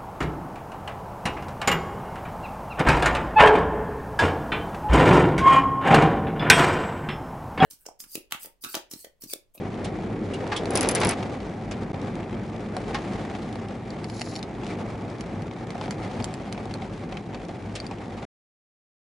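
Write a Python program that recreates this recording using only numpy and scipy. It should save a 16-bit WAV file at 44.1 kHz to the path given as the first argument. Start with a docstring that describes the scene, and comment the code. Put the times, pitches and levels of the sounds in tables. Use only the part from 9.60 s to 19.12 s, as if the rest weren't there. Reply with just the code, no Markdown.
"""Inside a car on gravel

The tyres drum through the body, exciting the cabin's resonances, and crunch over loose stones, some
of which fly up and knock on the floor panels. Corrugations thump through the suspension and shake a
camera mount into hard chatter. Plastic trim ticks, and a loose thing slides in a bend with stick-slip
friction. The sound dips for an instant early on and stops abruptly at the end."""
import sys
import numpy as np
from scipy import signal
from scipy.fft import rfft, irfft, next_fast_len
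from scipy.io import wavfile
from scipy.ndimage import uniform_filter1d, map_coordinates

SR = 44100
rng = np.random.default_rng(int(sys.argv[2]) if len(sys.argv) > 2 else 0)


def dump_mix(stems):
    """Bounce the given channels to the path in sys.argv[1] as a 16-bit WAV at rate SR."""
    frames = np.atleast_2d(stems).T  # one column per channel
    limited = np.clip(frames, -1, 1)  # hard clip at full scale
    pcm = np.round(limited * 32767).astype(np.int16)
    wavfile.write(sys.argv[1], SR, pcm)


N = 419811

# Noise spectra. Each row: frequency in Hz, relative spectral density in dB.
SUSPENSION_SPECTRUM = [(15, -28), (28, -14.5), (40, -10.5), (52, 2.5), (63, -7.5), (78, -4.5), (110, -39.5),
                       (300, -61.5)]
TREAD_SPECTRUM = [(60, -28.5), (88, 8), (115, 6.5), (190, -20), (250, 6.5), (330, 3.5), (410, 8), (510, 3),
                  (620, -4.5), (1200, -54)]
CRUNCH_SPECTRUM = [(180, -29), (280, 2), (400, -1.5), (520, 4), (610, 1), (760, 4), (900, -2), (1000, -6),
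                   (1150, -5), (1450, -10), (1900, -10.5), (2300, -11), (2800, -22.5), (10500, -53),
                   (12000, -78)]
GRIT_SPECTRUM = [(1200, -21), (2500, 2.5), (3300, 3), (4600, -1), (6000, -4.5), (8000, -9.5),
                 (10800, -15.5), (11600, -68)]
POP_SPECTRUM = [(400, -14), (850, 10.5), (1500, 0), (2400, 0.5), (3400, -4), (4800, -14), (7000, -13.5),
                (10500, -34.5), (11600, -70)]
HEAP_SPECTRUM = [(200, -10), (400, -0.5), (850, 4.5), (1300, -2), (1800, -4), (2300, 1.5), (2900, -9),
                 (4400, -8.5), (7000, -18.5), (10500, -23.5), (11600, -61)]
STONE_SPECTRUM = [(500, -5), (850, 6.5), (1500, 1), (1950, -4), (2270, 11), (2750, 4.5), (4500, -2.5),
                  (7000, -12.5), (10500, -26), (11600, -55)]
SNAP_SPECTRUM = [(300, 0), (1000, -1.5), (2300, 3), (4000, -3.5), (6000, -3.5), (8300, -8), (9900, -3.5),
                 (11000, -20), (12000, -22)]
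SLIDE_SPECTRUM = [(2500, -27), (3450, -12), (3900, 5), (4700, 4), (5400, 4), (6200, 0), (7200, 1),
                  (8500, -13), (10400, -1), (11000, -5), (11700, -60.5)]
# Spectra that move with a pitch. Each row: multiple of the pitch, relative spectral density in dB.
PANEL_SPECTRUM = [(1 / 5, -22), (1 / 2.2, -8), (1, 0), (2, -7), (4, -20), (10, -42)]
CRACK_SPECTRUM = [(1, -15), (3.05, 0), (10, -19)]
THUD_SPECTRUM = [(1 / 5, -14), (1 / 2, 0), (1.5, 0), (3, -12), (9, -45)]
NARROW_SPECTRUM = [(.6, -50), (.9, -18), (1, 0), (1.1, -18), (1.6, -50)]
# Filtering by the cabin and by its carpet. Each row: frequency in Hz, gain in dB.
CABIN_GAIN = [(55, -33.0), (92, 1.5), (430, 0.5), (1200, -21.5)]
CARPET_GAIN = [(5000, 4), (10500, -5.5), (11800, -46.5)]
# Coherence of the cabin's sound field. Each row: frequency in Hz, left-right correlation.
COHERENCE = [(50, 0.99), (100, 1), (300, .96), (600, 0.88), (1200, 0.71), (2500, 0.75), (5000, 0.74),
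             (10000, 0.68)]

# Air and panel resonances of the cabin. Each row: frequency in Hz, bandwidth in Hz, level in dB.
CABIN_MODES = [(103, 15, 0), (120, 69, -7), (174.6, 54, -4.5), (204, 43, -1.5), (239, 12, -3.5),
               (303, 11, -4.5), (340, 24, -7.5), (389, 85, -8)]
# Modes of a floor panel. Each row: multiple of the pitch, level in dB, T60 in seconds.
FLOOR_MODES = [(.74, -5, 0.06), (1, 2, 0.049), (1.19, -1.5, .03), (2.05, -19, 0.016)]
# Modes of a hollow panel, the mount and the trim. Each row: frequency in Hz, level in dB, T60 in seconds.
HOLLOW_MODES = [(832, 2, 0.13), (1056, -4, 0.18), (1210, -6.5, 0.15), (1669, -10, .14), (1850, -7.5, 0.16),
                (2180, -9, .08)]
MOUNT_MODES = [(3800, -32.5, 0.0081), (5040, -16, 0.0045), (6080, -18.5, 0.0065), (7560, -20, 0.0052),
               (10030, 4, 0.0017)]
TRIM_MODES = [(870, -14, 0.011), (2050, -5, 0.0065), (2890, -5.5, 0.0056), (4000, 3, 0.0054),
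              (4520, 3.5, 0.0087), (4800, -3.5, 0.0044), (5600, -1, 0.0077), (7230, -2.5, 0.0054),
              (10600, -8, 0.0019)]

# Level of the road noise. Each row: time in seconds, gain in dB.
PACE_GAIN = [(0, 1.5), (1.2, 2), (1.85, -1.5), (2.35, 1.5), (2.8, -0.5), (4.2, -2), (5.35, -0.8),
             (8.1, -3.5)]
# Rough road. Each row: start, length and settling time in seconds, bumpiness and loose gravel in dB.
ROUGH_PATCHES = [(0.68, 0.51, 0.0081, -4.5, 2.5), (1.095, 0.44, 0.011, 0, 7.5), (1.39, 0.082, .01, 11, 3.5),
                 (1.522, 0.16, 0.072, 2, 5), (3.116, 0.72, 0.077, 2.5, 3.5), (4.992, 0.11, 0.2, 3.5, 3.5),
                 (6.167, 0.48, 0.21, 2.5, 2.5), (7.14, 0.12, .05, 2, 1), (8.492, 0.088, .05, 0.5, 3)]
# Heaps of loose stones. Each row: start and length in seconds, level in dB.
HEAPS = [(1.218, 0.042, -29.5), (1.36, 0.041, -33.5), (1.4, 0.054, -25.5), (1.473, 0.058, -32),
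         (5.08, 0.032, -40.5), (6.215, 0.041, -39.5), (6.415, 0.034, -42)]
# Stones hitting the underside. Each row: start in seconds, knock level in dB, tick level in dB.
STONE_HITS = [(1.628, -28, -29), (1.802, -34, -35), (2.342, -27.5, -37), (3.166, -20, -36),
              (3.75, -30, -30), (4.388, -37, -39), (5.034, -31, -35), (5.911, -35, -32),
              (6.152, -27.5, -39), (6.2115, -23.5, -28), (6.279, -26, -32), (6.601, -25.5, -30),
              (6.977, -29, -34), (7.054, -27, -48), (7.11, -38, -35), (7.22, -29.5, -33.5),
              (7.523, -28, -32), (7.57, -33, -28.5), (7.745, -27, -28), (7.8915, -29, -36),
              (8.311, -27, -32), (8.575, -43, -40), (8.627, -31, -35)]
# Heavy blows on a panel. Each row: start in seconds, level in dB, T60 in seconds, centre in Hz,
# tilt of the ring in dB per octave.
PANEL_BLOWS = [(.916, -17, 0.19, 1140, -2.5), (1.43, -18.5, 0.11, 1403, 1), (3.344, -19, 0.12, 1700, 0)]
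# Thumps through the suspension. Each row: start in seconds, level in dB, centre in Hz.
BODY_THUMPS = [(0.867, -21, 536), (1.034, -19, 307), (1.153, -11.5, 311), (1.198, -9.5, 286.7),
               (1.272, -10.5, 270), (1.408, -16.5, 330), (1.48, -11, 327), (3.167, -19.5, 380),
               (6.4, -23, 260), (6.61, -20, 240)]
# Jolts from the corrugations. Each row: start in seconds, level of the mount's clack in dB.
RIDGE_JOLTS = [(1.1068, -19.5), (1.136, -30), (1.1551, -11), (1.1589, -11.5), (1.174, -10), (1.2093, -12),
               (1.219, -20), (1.2302, -15.5), (1.2885, -7), (1.293, -18.5), (1.3116, -16.5), (1.316, -19),
               (1.3503, -7), (1.3552, -11), (1.403, -20), (1.413, -24), (1.4487, -14.5), (1.4708, -18),
               (1.4909, -9.5), (1.4944, -16.5), (1.511, -16)]
# Ticks of the trim. Each row: start in seconds, level in dB, tilt in dB per octave, factor on the
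# modes' T60, snap level in dB relative to the ring.
TRIM_TICKS = [(1.056, -26, -7, .8, 0), (3.1665, -27.5, -1.5, .8, 1.5), (3.9565, -27.5, -10, 1, -7.5),
              (4.304, -31.5, 1, 1, -13), (4.443, -27.5, -8, 1, -4), (4.4988, -28, -8, 1, -9),
              (4.5955, -33, 0, 1, -1), (4.611, -23, -6, 1, -8), (4.6158, -18, -11, 1, -2),
              (4.7542, -27, 2, 1.8, -12), (4.7615, -24.5, 2, 2.2, -7), (4.7915, -30, -9, 1, -8),
              (4.828, -24.5, 1, 1.3, -4), (5.6085, -29, -8, 1.1, 1.5), (5.821, -35, -5, .6, -11),
              (6.105, -31.5, -6, .8, 3), (6.3083, -23.5, 6.5, .8, 3), (6.643, -23.5, 8, .7, 5.5),
              (6.74, -33.5, 9, .7, 7.5), (6.9259, -27, -3, .7, 3.5)]
# Taps on small parts. Each row: start in seconds, level in dB, pitch in Hz, relative snap level in dB.
SMALL_TAPS = [(6.625, -33, 4720, -4), (7.1394, -28.5, 4370, 0.5), (8.2012, -25, 4580, -2),
              (8.266, -30.5, 4760, 1)]
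# Grazing contacts. Each row: start in seconds, level in dB, pitch in Hz, relative ring level in dB.
GRAZES = [(0.243, -27, 2880, -26), (0.735, -31, 2840, -2), (0.962, -22.5, 3290, -4.5),
          (2.11, -26.5, 2140, -24), (8.152, -24, 2590, -30)]

BOOM_DB, RUMBLE_DB, CRUNCH_DB, GRIT_DB, POP_DB = -47, -33, -39.5, -57, -55.5  # before pace and surface
ROAR_PEAK_S, ROAR_DB, ROAR_RISE_DB_PER_S, ROAR_FALL_DB_PER_S = 1.32, -30.5, 9, 25
SLIDE_START_S, SLIDE_DB, SLIDE_FADE_DB_PER_S = 4.45, -48, 11
FLOOR_HZ, SNAP_T60_S = 753, 0.0067
DIP_S, DIP_DB, STOP_S = (2.3205, 2.331), -22.5, 8.652
TOP_HZ, EDGE_HZ = 11130, 16000


def tyres(pace_db, bumpy_db, loose_db):
    """Forced vibration: bumps drum the body, the tread roars, and squeezed stones crunch and spit grit."""
    from_peak = np.arange(N) / SR - ROAR_PEAK_S
    roar_db = ROAR_DB + np.minimum(ROAR_RISE_DB_PER_S * from_peak, -ROAR_FALL_DB_PER_S * from_peak)
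    bumps, sprays = wobble(24), wobble(24)
    stones = impacts(per_s=210, spread_db=1.0, t60=0.06)
    chips = impacts(per_s=50, spread_db=5, t60=0.021)
    boom = amp(BOOM_DB + pace_db + bumpy_db + 1.7 * bumps) * cabin(noise(), SUSPENSION_SPECTRUM)
    rumble = amp(RUMBLE_DB + pace_db + 0.59 * bumpy_db + 0.5 * bumps) * cabin(noise(), resonances)
    roar = amp(roar_db + 1.5 * bumps) * cabin(noise(), TREAD_SPECTRUM)
    crunch_db = CRUNCH_DB + 0.74 * pace_db + loose_db + bumps
    crunch = amp(crunch_db) * cabin(noise() * np.sqrt(1 + stones), CRUNCH_SPECTRUM)
    grit_db = GRIT_DB + 0.15 * pace_db + 1.6 * loose_db + 0.56 * bumps + sprays
    grit = amp(grit_db) * cabin(noise() * np.sqrt(0.4 + stones + 0.32 * chips), GRIT_SPECTRUM)
    return boom + rumble + roar + crunch + grit


def surface():
    """Excitation by the road: pace, bumpiness and loose gravel, in dB for each sample."""
    pace_db = np.interp(np.arange(N) / SR, *np.transpose(PACE_GAIN))
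    patches = np.array([swell(s, length, 0.07, settle) for s, length, settle, _, _ in ROUGH_PATCHES])
    *_, bumpy_db, loose_db = np.transpose(ROUGH_PATCHES)
    return pace_db, bumpy_db @ patches, loose_db @ patches


def surges():
    """Dense impacts merge into a coarse rush as a tyre ploughs through a heap of stones."""
    level = sum(amp(db) * swell(s, length, attack=0.014, release=0.0087) for s, length, db in HEAPS)
    knocks = impacts(per_s=420, spread_db=1.5, t60=.026)
    return level * cabin(noise() * np.sqrt(knocks), HEAP_SPECTRUM)


def pops(loose_db):
    """Sparse impacts stay distinct: pebbles snap from the tread, louder on loose gravel up to a limit."""
    snaps = impacts(per_s=45, spread_db=2, t60=.024)
    level_db = POP_DB + np.minimum(loose_db, 4.5)
    return amp(level_db) * cabin(noise() * np.sqrt(snaps), POP_SPECTRUM)


def thrown_stones():
    """Impact excitation: each stone ticks and the floor knocks, at a pitch that varies with its size."""
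    out = np.zeros((2, N))
    for s, knock_db, tick_db in STONE_HITS:
        detune = np.exp(.05 * rng.standard_normal())
        add(out, s, amp(tick_db) * click(tuned(STONE_SPECTRUM, detune), t60=0.035))
        add(out, s, amp(knock_db) * floor_knock(FLOOR_HZ * detune))
    return out


def floor_knock(hz):
    """Free vibration of a struck floor panel: a short hollow note over a dry thud."""
    t = np.arange(SR // 6) / SR
    ratio, db, t60 = np.transpose(FLOOR_MODES)[:, :, None]
    mode_db = db + 2 * rng.standard_normal((2, *db.shape))
    cycles = hz * ratio * t + rng.random(db.shape) / 2
    tones = np.sum(amp(mode_db - 60 * t / t60) * np.sin(2 * np.pi * cycles), axis=1)
    thud = amp(-8 - 60 * t / t60.mean()) * cabin(noise(len(t)), tuned(THUD_SPECTRUM, hz))
    return unit_peak((tones + thud) * (1 - np.exp(-t / 0.00065)))


def clatters():
    """A heavy blow excites many modes at once: a whole panel clatters and rings its hollow notes."""
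    out = np.zeros((2, N))
    for s, db, t60, hz, tilt_db in PANEL_BLOWS:
        add(out, s, amp(db) * panel_hit(hz, t60, crack_share=0.48, build_up=0.15))
        add(out, s, amp(db - 3) * ring(HOLLOW_MODES, tilt_db, attack=.004, scatter_db=1, crack_db=-10))
    return out


def thumps():
    """Structure-borne sound: the hardest ridges pass through the suspension as dull thumps."""
    out = np.zeros((2, N))
    for s, db, hz in BODY_THUMPS:
        add(out, s, amp(db) * panel_hit(hz, t60=0.045, crack_share=0.35, build_up=0.21))
    return out


def rattles():
    """Shock excitation: the body panels answer each ridge with a short dry clatter."""
    out = np.zeros((2, N))
    for s, db in RIDGE_JOLTS:
        add(out, s, amp(db - 10.5) * panel_hit(hz=1550, t60=0.11, crack_share=0.42, build_up=0.42))
    return out


def mount():
    """Contact chatter: the camera mount's modes ring in a hard clack each time it meets its seat."""
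    out = np.zeros((2, N))
    for s, db in RIDGE_JOLTS:
        detune = np.exp(.025 * rng.standard_normal())
        modes = np.array(MOUNT_MODES) * [detune, 1, 1]
        add(out, s, amp(db) * ring(modes, tilt_db=0.5, attack=0.00038, scatter_db=1, crack_db=-17.5))
    return out


def trim():
    """Impact and rebound: plastic parts snap together, ring and bounce once, more dully."""
    out = np.zeros((2, N))
    for s, db, tilt_db, t60_factor, snap_db in TRIM_TICKS:
        detune = np.exp(.05 * rng.standard_normal())
        modes = np.array(TRIM_MODES) * [detune, 1, t60_factor]
        add(out, s, amp(db + snap_db) * click(SNAP_SPECTRUM, SNAP_T60_S))
        add(out, s, amp(db) * ring(modes, tilt_db, attack=.0005, scatter_db=2, crack_db=-3))
        bounce_s = s + rng.uniform(.001, .002)
        bounce = ring(modes, tilt_db - 2, attack=.0006, scatter_db=2, crack_db=-5)
        add(out, bounce_s, amp(db - 6) * bounce)
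    return out


def pings(attack=0.00076, t60=0.0057):
    """A single damped mode: a small hard part, when tapped, gives a snap and a very short, clean note."""
    out = np.zeros((2, N))
    t = np.arange(SR // 20) / SR
    for s, db, hz, snap_db in SMALL_TAPS:
        note = np.sin(2 * np.pi * hz * t) * amp(-60 * t / t60) * (1 - np.exp(-(t / attack) ** 2))
        add(out, s, amp(db) * note / note.max())
        add(out, s, amp(db + snap_db) * click(SNAP_SPECTRUM, SNAP_T60_S))
    return out


def scrapes():
    """Friction noise: something light grazes a panel with a short rasp that sometimes rings."""
    out = np.zeros((2, N))
    for s, db, hz, ring_db in GRAZES:
        add(out, s, amp(db) * panel_hit(hz, t60=0.12, crack_share=0.9, build_up=0.29))
        add(out, s, amp(db + ring_db) * click(tuned(NARROW_SPECTRUM, hz), t60=0.084))
    return out


def slide():
    """Stick-slip friction: a loose thing hisses over the dashboard, fading as it slows."""
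    slowing_db = SLIDE_FADE_DB_PER_S * np.maximum(np.arange(N) / SR - SLIDE_START_S, 0)
    envelope = swell(SLIDE_START_S, length=0.34, attack=0.12, release=0.01)
    level = amp(SLIDE_DB - slowing_db + 1.2 * wobble(25.18)) * envelope
    slips = impacts(per_s=500, spread_db=1.5, t60=.016)
    return level * cabin(noise() * np.sqrt(0.46 + slips), SLIDE_SPECTRUM)


def panel_hit(hz, t60, crack_share, build_up):
    """Modal overlap: dense panel modes decay as noise, the treble first, dulled by the carpet."""
    t = np.arange(SR // 4) / SR

    def burst(spectrum):
        points = tuned(spectrum, hz)
        return cabin(noise(len(t)), lambda f: amp(along(points, f) + along(CARPET_GAIN, f)))

    body = burst(PANEL_SPECTRUM) * amp(-60 * t / t60)
    crack = burst(CRACK_SPECTRUM) * amp(-120 * t / t60)
    rise = 1 - np.exp(-t / (build_up * t60 ** 2))  # short hits start sharply, long ones build up
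    return amp(-6.5) * (body + crack_share * crack) * rise


def ring(modes, tilt_db, attack, scatter_db, crack_db):
    """Modal superposition: a crack and damped sinusoids, whose strengths differ left and right."""
    t = np.arange(SR // 8) / SR
    hz, db, t60 = np.transpose(modes)[:, :, None]
    scatter = rng.standard_normal(hz.shape) + rng.standard_normal((2, *hz.shape))
    mode_db = db + tilt_db * np.log2(hz / hz.mean()) + scatter_db * scatter
    pitch = hz * (1 + .012 * rng.standard_normal(hz.shape))
    cycles = pitch * t + rng.random(hz.shape)
    tones = np.sum(amp(mode_db - 60 * t / t60) * np.sin(2 * np.pi * cycles), axis=1)
    crack = amp(crack_db - 60 * t / .009) * noise(len(t))
    return unit_peak((tones + crack) * (1 - np.exp(-(t / attack) ** 2)))


def click(spectrum, t60):
    """A contact transient: coloured noise that starts at once and decays exponentially."""
    t = np.arange(SR // 10) / SR
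    return unit_peak(cabin(noise(len(t)), spectrum) * amp(-60 * t / t60) * (1 - np.exp(-t / .0003)))


def impacts(per_s, spread_db, t60):
    """Shot noise: the power envelope, mean 1, of random small impacts that each die fast."""
    hits = rng.random(N) < per_s / SR
    energy = hits * amp(spread_db * np.minimum(rng.exponential(size=N), 4)) ** 2
    power = signal.lfilter([1], [1, -amp(-60 / (t60 * SR)) ** 2], energy)
    return power / power.mean()


def resonances(hz):
    """Resonance: the cabin's overlapping modes add in power; the gain falls steeply below the lowest."""
    power = sum(np.abs(amp(db) * hz * width / (centre ** 2 - hz ** 2 + 1j * hz * width)) ** 2
                for centre, width, db in CABIN_MODES)
    return np.sqrt(power) * amp(along(CABIN_GAIN, hz))


def cabin(pair, colour):
    """Partial coherence: two independent noises become a stereo field of rms 1, near mono in the bass."""
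    def response(hz):
        gain = colour(hz) if callable(colour) else amp(along(colour, hz))
        angle = np.arccos(np.clip(along(COHERENCE, hz), -1, 1)) / 2
        return gain * [np.cos(angle), np.sin(angle)]

    mid, side = filtered(pair, response)
    field = np.array([mid + side, mid - side])
    return field / np.sqrt(np.mean(field ** 2) + 1e-20)


def reflections(x, t60, wet_db):
    """Reverberation: glass and dashboard add a short diffuse tail."""
    t = np.arange(SR // 8) / SR
    tail = noise(len(t)) * amp(-60 * t / t60) * (1 - np.exp(-t / .002))
    return x + amp(wet_db) * signal.fftconvolve(x, tail / np.linalg.norm(tail[0]), axes=1)[:, :N]


def swell(start, length, attack, release):
    """Envelope from 0 to 1: a linear rise, a hold and an exponential release."""
    t = np.arange(N) / SR - start
    return np.clip(t / attack, 0, 1) * np.exp(-np.maximum(t - length, 0) / release)


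def wobble(per_s):
    """Slow modulation: a smooth curve through per_s random values a second."""
    return map_coordinates(rng.standard_normal(int(N * per_s / SR) + 4), [np.arange(N) * per_s / SR])


def noise(n=N):
    """Two independent white noises."""
    return rng.standard_normal((2, n))


def filtered(x, response):
    """Linear filtering: the spectrum of x times a function of frequency."""
    n = x.shape[-1]
    padded = next_fast_len(n + 8192)
    return irfft(rfft(x, padded) * response(np.fft.rfftfreq(padded, 1 / SR)), padded)[..., :n]


def tuned(spectrum, factor):
    """Transposition: every frequency times one factor."""
    return np.array(spectrum) * [factor, 1]


def along(points, hz):
    """Interpolation of (Hz, value) points on a logarithmic frequency axis."""
    frequencies, values = np.transpose(points)
    return np.interp(np.log(hz + 1), np.log(frequencies + 1), values)


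def amp(db):
    """Decibels to amplitude ratio."""
    return 10 ** (np.asarray(db) / 20)


def unit_peak(sound):
    """Normalisation: the mean of the two channels peaks at 1."""
    return sound / np.abs(sound.mean(0)).max()


def add(track, s, sound):
    """Superposition of a sound on the track at s seconds."""
    start = round(s * SR)
    track[..., start:start + sound.shape[-1]] += sound


def scene():
    """The sources superpose: road noise a little to the left, small rattles and pings close by."""
    pace_db, bumpy_db, loose_db = surface()
    gravel = thrown_stones() + clatters() + surges() + pops(loose_db)
    road = (tyres(pace_db, bumpy_db, loose_db) + gravel + thumps() + rattles()) * amp([[.25], [-.25]])
    return road + scrapes() + slide() + reflections(trim() + pings() + mount(), t60=0.046, wet_db=-7.5)


def record(dry):
    """Gating and band limiting: a brief dip, later a dead stop; only a trace of extreme treble passes."""
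    t = np.arange(N) / SR
    dip = np.where((t > DIP_S[0]) & (t < DIP_S[1]), amp(DIP_DB), 1)
    gate = uniform_filter1d(dip * (t < STOP_S), size=64)
    low_pass = lambda hz: (1 / np.sqrt(1 + (hz / TOP_HZ) ** 160) + amp(-31)) * (hz < EDGE_HZ)
    return filtered(dry * gate, low_pass)


dry = scene()
out = record(dry)
dump_mix(out)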